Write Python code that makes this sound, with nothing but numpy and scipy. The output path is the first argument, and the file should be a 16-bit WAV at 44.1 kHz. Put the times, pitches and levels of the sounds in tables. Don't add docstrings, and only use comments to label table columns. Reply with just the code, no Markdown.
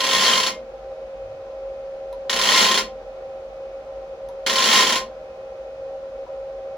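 import sys
import numpy as np
from scipy import signal
from scipy.fft import rfft, irfft, next_fast_len
from scipy.io import wavfile

SR = 44100
rng = np.random.default_rng(int(sys.argv[2]) if len(sys.argv) > 2 else 0)


def to_wav(s):
    ch = np.atleast_2d(s).T
    pcm = np.round(np.clip(ch, -1, 1) * 32767)
    wavfile.write(sys.argv[1], SR, pcm.astype(np.int16))


N = 298557
TIME = np.arange(N) / SR


def gain(db):
    return 10 ** (np.asarray(db) / 20)


def lookup(table, hz):
    f, value = np.transpose(table)
    return np.interp(np.log(hz + 1), np.log(f + 1), value)


def add(mix, start_s, sound):
    at = round(start_s * SR)
    sound = sound[max(-at, 0):]
    part = mix[max(at, 0):][:len(sound)]
    part += sound[:len(part)]


def equalise(x, curve, phase=((0, 0),)):
    size = next_fast_len(N + 4096)
    hz = np.fft.rfftfreq(size, 1 / SR)
    response = gain(lookup(curve, hz)) * np.exp(1j * lookup(phase, hz))
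    return irfft(rfft(x, size) * response, size)[..., :N]


def ring(x, colour, modes=(), size=8192):
    hz = abs(np.fft.fftfreq(size, 1 / SR))
    peaks_db = sum(db / np.hypot(1, (2 * (hz - f) / width_hz) ** 2) for f, width_hz, db in modes)
    log_gain = np.log(gain(lookup(colour, hz) + peaks_db))
    spectrum = np.exp(np.conj(signal.hilbert(log_gain)))
    impulse = np.fft.ifft(spectrum).real[:size // 2]
    return signal.oaconvolve(x, impulse / np.linalg.norm(impulse))[:N]


def drift(rate_hz, hop=32):
    size = next_fast_len(N // hop + 2)
    hz = np.fft.fftfreq(size, hop / SR)
    coarse = np.fft.ifft(np.exp(2j * np.pi * rng.random(size)) / (1 + (hz / rate_hz) ** 2))
    noise = np.interp(np.arange(N) / hop, np.arange(size), coarse)
    return noise / np.sqrt(np.mean(abs(noise) ** 2))


# f/Hz, T60/s
ROOM_T60 = [(200, 0.51), (600, 0.28), (1400, 0.19), (3700, 0.2), (10000, 0.12)]


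def room(x, predelay_s, paths=3, shift_hz=5, taps_per_s=3000):
    wet = np.zeros(N)
    for k in range(paths):
        taps = (rng.random(SR // 2) < taps_per_s / SR) * rng.choice([-1., 1.], SR // 2)
        taps[:int(predelay_s * SR)] = 0
        hz, t, bands = signal.stft(taps, SR, nperseg=256)
        decay = gain(-60 * t / lookup(ROOM_T60, hz)[:, None])
        tail = signal.istft(bands * decay, SR, nperseg=256)[1]
        share = np.sqrt(2 / paths) * np.cos(2 * np.pi * (shift_hz * TIME + k / paths))
        wet += signal.oaconvolve(x * share, tail / np.linalg.norm(tail))[:N]
    return wet


# f/Hz, relative density/dB
AIR_COLOUR = [(15, -17), (35, -3), (70, -1), (170, -6), (330, -3.5), (450, -1), (720, 0.5), (900, -5.5),
              (1350, -6), (1750, -12.5), (3500, -18), (6200, -24), (8500, -36.5), (15500, -39.5)]
# f/Hz, L-R correlation
AIR_CORRELATION = [(60, 0.99), (350, 0.95), (550, 0.93), (900, .65), (1300, .35), (1800, .05),
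                   (2400, -0.16), (5000, 0.083), (15000, -0.63)]


def air(rms_db=-48.0):
    size = next_fast_len(N)
    hz = np.fft.rfftfreq(size, 1 / SR)
    left, independent = rfft(rng.standard_normal((2, size)))
    correlation = lookup(AIR_CORRELATION, hz)
    right = correlation * left + np.sqrt(1 - correlation ** 2) * independent
    hiss = irfft(np.array([left, right]) * gain(lookup(AIR_COLOUR, hz)))[:, :N]
    return gain(rms_db) * hiss / np.sqrt(np.mean(hiss ** 2))


def whistle(pitch_hz=2514, level_db=-65, right_phase_turns=0.6, waver=0.25):
    tone = np.exp(2j * np.pi * pitch_hz * TIME) * (1 + waver * drift(rate_hz=4))
    ears = np.array([tone, tone * np.exp(2j * np.pi * right_phase_turns)])
    return gain(level_db) * np.sqrt(2) * ears.real


def fan_pitch_hz(idle_hz=541.3, sag_hz=21.01, lag_s=0.55):
    load = np.zeros(N)
    for start_s, count, _ in JOGS:
        step_s, _ = speed_ramp(count)
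        load += (TIME > start_s) & (TIME < start_s + step_s[-1])
    pole = np.exp(-1 / (lag_s * SR))
    return idle_hz - sag_hz * signal.lfilter([1 - pole], [1, -pole], load)


# t/s, relative level/dB
WHINE_ENVELOPE = [(0, -33.5), (0.65, -37), (1.05, -34.5), (1.45, -35.5), (1.6, -32), (2.25, -33),
                  (2.9, -36.5), (3.4, -35.6), (3.75, -35), (3.95, -32), (4.4, -34), (5.0, -36.5),
                  (5.55, -35.5), (5.95, -33.5), (6.4, -32.5), (6.77, -33.5)]
# t/s, gain/dB
WHINE_DROPS = [(0.786, -6), (3.055, -9), (3.845, -14), (4.08, -8), (4.16, -12), (5.36, -9), (6.265, -16)]
# f/Hz, nominal width/Hz, level/dB
FAN_TONES = [(46.3, 8.9, -54.3), (384.5, 5.2, -58.5), (475.6, 16, -49.5), (506, 19, -54.5),
             (541, 30, -49.5), (616.7, 24, -47), (743, 21, -59.5), (781, 17, -50.5), (826, 25, -60),
             (1027, 10, -65.5), (1334, 30, -66.5), (1860, 20, -73.5), (2250, 10, -75.5)]


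def fan(left_db=-0.5, right_db=-0.37, lag_turns=0.018, waver=0.29, dip_s=0.016, spread_db=-14):
    level_db = np.interp(TIME, *np.transpose(WHINE_ENVELOPE))
    level_db += sum(db * np.exp(-((TIME - at_s) / dip_s) ** 2) for at_s, db in WHINE_DROPS)
    turns = np.cumsum(fan_pitch_hz()) / SR
    whine = gain(level_db) * np.exp(2j * np.pi * turns) * (1 + waver * drift(rate_hz=21))
    ears = np.array([whine * gain(left_db), whine * gain(right_db) * np.exp(-2j * np.pi * lag_turns)])
    for hz, width_hz, db in FAN_TONES:
        carrier = gain(db) * np.exp(2j * np.pi * hz * TIME)
        mid = drift(0.77 * width_hz)
        side = gain(spread_db) * hz / 500 * drift(0.7 * width_hz)
        ears += carrier * np.array([mid + side, mid - side])
    return np.sqrt(2) * ears.real


# t/s, excitation level/dB
BUTTON_CLICKS = [(2.128, -43.5), (4.288, -46.5)]
# f/Hz, relative gain/dB
BUTTON_COLOUR = [(300, -21), (2500, -6), (3500, -6), (4400, 0), (5200, -8), (6000, -10), (8200, -21),
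                 (10000, -7), (11300, -6), (12200, -13), (13400, -14), (14500, -32), (15500, -30)]
# t/s, level before envelope/dB, f/Hz
HOLLOW_RINGS = [(2.128, -32, 970), (4.29, -36, 950), (6.264, -36, 982)]


def handling(click_s=0.0025, tap_s=0.0074, bump_at_s=1.3, bump_s=0.084, bump_hz=92, bump_db=-47):
    t = np.arange(SR // 8) / SR
    snaps, taps = np.zeros((2, N))
    for at_s, db in BUTTON_CLICKS:
        add(snaps, at_s, gain(db) * np.exp(-t / click_s) * rng.standard_normal(len(t)))
    tap_envelope = (1 - np.exp(-t / 0.0018)) * np.exp(-t / tap_s)
    for at_s, db, hz in HOLLOW_RINGS:
        add(taps, at_s, gain(db) * tap_envelope * np.sin(2 * np.pi * hz * t))
    direct = ring(snaps, BUTTON_COLOUR) + taps
    judder = np.cos(2 * np.pi * bump_hz * TIME + np.angle(drift(rate_hz=20)))
    bump = gain(bump_db) * judder * np.exp(-((TIME - bump_at_s) / bump_s) ** 2)
    reflections = np.array([room(direct, predelay_s=0.0045) for _ in range(2)])
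    return direct + gain(-3.0) * reflections + bump


CRAWL_STEPS_PER_S, ACCEL_STEPS_PER_S2, BRAKE_STEPS_PER_S2 = 30.7, 245, 218


def speed_ramp(count):
    done = np.arange(count) + 0.5
    speed = np.sqrt(2 * np.minimum(ACCEL_STEPS_PER_S2 * done, BRAKE_STEPS_PER_S2 * (count - done)))
    speed = np.maximum(speed, CRAWL_STEPS_PER_S)
    return np.cumsum(1 / speed) - 1 / speed, speed


# start t/s, step count, base strength/dB
JOGS = [(-0.029, 25, -16), (2.295, 24, -15), (4.463, 25, -14.5)]


def stepper(db_per_octave=1.0, scatter_db=1.22, shake_at_s=0.286, shake_s=0.046, shake_db=2.5):
    steps = []
    for start_s, count, base_db in JOGS:
        t, speed = speed_ramp(count)
        shake = np.exp(-((t - shake_at_s) / shake_s) ** 2)
        db = base_db + db_per_octave * np.log2(speed / CRAWL_STEPS_PER_S) + shake_db * shake
        steps += zip(start_s + t, db + scatter_db * rng.standard_normal(count))
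    return steps


def contacts(steps, envelope, per_s):
    force = np.zeros(N)
    for at_s, db in steps:
        hits = rng.random(len(envelope)) < per_s / SR
        clump = envelope * hits * rng.choice([-1., 1.], len(envelope))
        clump *= np.linalg.norm(envelope) / (np.linalg.norm(clump) + 1e-9)
        add(force, at_s, gain(db) * clump)
    return force


# f/Hz, gain/dB
SLAM_COLOUR = [(200, -2.5), (1000, -4), (1900, -1), (2500, -5.5), (3150, 7), (4400, 2.5), (5000, -7),
               (9000, -6.5), (15500, -4)]


def chatter(steps, slam_db, slam_s, bounce_db, bounce_s=0.022):
    t = np.arange(SR // 8) / SR
    slam = contacts(steps, (1 - np.exp(-t / 0.0006)) * np.exp(-(t / slam_s) ** 2), per_s=6000)
    bounces = contacts(steps, (1 - np.exp(-t / 0.0035)) * np.exp(-t / bounce_s), per_s=3500)
    return gain(slam_db) * equalise(slam, SLAM_COLOUR) + gain(bounce_db) * bounces


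# f/Hz, relative gain/dB
FRAME_COLOUR = [(90, -31.5), (140, -17.5), (190, -11), (320, -9), (450, -1), (750, -6), (1500, -3.5),
                (2600, -3.5), (4300, -3.5), (6900, -7.5), (7600, -15.5), (10500, -16), (12500, -25),
                (15600, -23.5)]
# f/Hz, width/Hz, peak over broad response/dB
FRAME_RESONANCES = [(209, 34, 7.5), (235.2, 17, 6.5), (836, 32, 3.5), (978, 40, 7.5), (1047.3, 42.4, 17),
                    (1170, 30, 1.5), (1381, 54, 5), (1627, 58, 1.5), (1861, 79, 8), (1948, 56, 2.5),
                    (2118, 12, 8), (2176, 61, 5.5), (2394, 38, 6), (2690, 27, 5), (2870, 97, 6),
                    (3145, 61, 6.5), (3196, 120, 4.0), (3410, 160, 4.5), (3870, 270, 2.5), (4100, 100, 3),
                    (4283, 87, 6.5), (4470, 68, 6), (5300, 140, 3), (5520, 32, 7.5), (7030, 370, 3),
                    (7900, 34, 5.5), (11300, 71, 2.5), (12000, 113, 5)]
# f/Hz, side gain/dB
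RATTLE_WIDTH = [(100, -32.5), (200, -33.5), (350, -16.5), (520, -13), (870, -5.5), (1050, -10),
                (1700, -8.5), (2100, -10.5), (2550, -4), (3150, -12.5), (4200, -15.5), (4500, -11),
                (4850, -1), (15500, -2)]
# f/Hz, left minus right/dB
RATTLE_PAN = [(200, 0), (4900, 0), (5700, -2), (7000, -0.5), (8000, 2.5), (9600, -1.5), (11000, 1),
              (13500, 1), (15500, 8)]
# f/Hz, left-ear lead/rad
RATTLE_PHASE = [(850, 0), (1050, -0.1), (1250, -0.24), (1700, 1), (2050, 0.16), (2450, 0.8), (2900, -0.2),
                (3400, -.1), (4500, 0.1)]


def gantry():
    steps = stepper()
    centre_force = chatter(steps, slam_db=-4.0, slam_s=0.0067, bounce_db=-2.5)
    flank_force = chatter(steps, slam_db=-5.0, slam_s=0.0051, bounce_db=-1.0)
    centre = ring(centre_force, FRAME_COLOUR, FRAME_RESONANCES)
    flank = ring(flank_force, FRAME_COLOUR, FRAME_RESONANCES)
    mid = gain(0.33) * centre + gain(-7.5) * room(centre, predelay_s=0.007)
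    side = equalise(gain(-0.5) * flank + gain(-3.0) * room(flank, predelay_s=0.005), RATTLE_WIDTH)
    pan = np.array(RATTLE_PAN)
    left = equalise(mid + side, pan * [1, 0.5], RATTLE_PHASE)
    right = equalise(mid - side, pan * [1, -0.5])
    return np.array([left, right])


def scene():
    return gantry() + fan() + whistle() + air() + handling()


def record(dry, ceiling=0.88, cutoff_hz=15900):
    rounded = dry / (1 + (dry / ceiling) ** 4) ** (1 / 4)
    lowpass = signal.firwin(1023, cutoff_hz, window=("kaiser", 9), fs=SR)
    return signal.oaconvolve(rounded, lowpass[None], "same")


dry = scene()
out = record(dry)
to_wav(out)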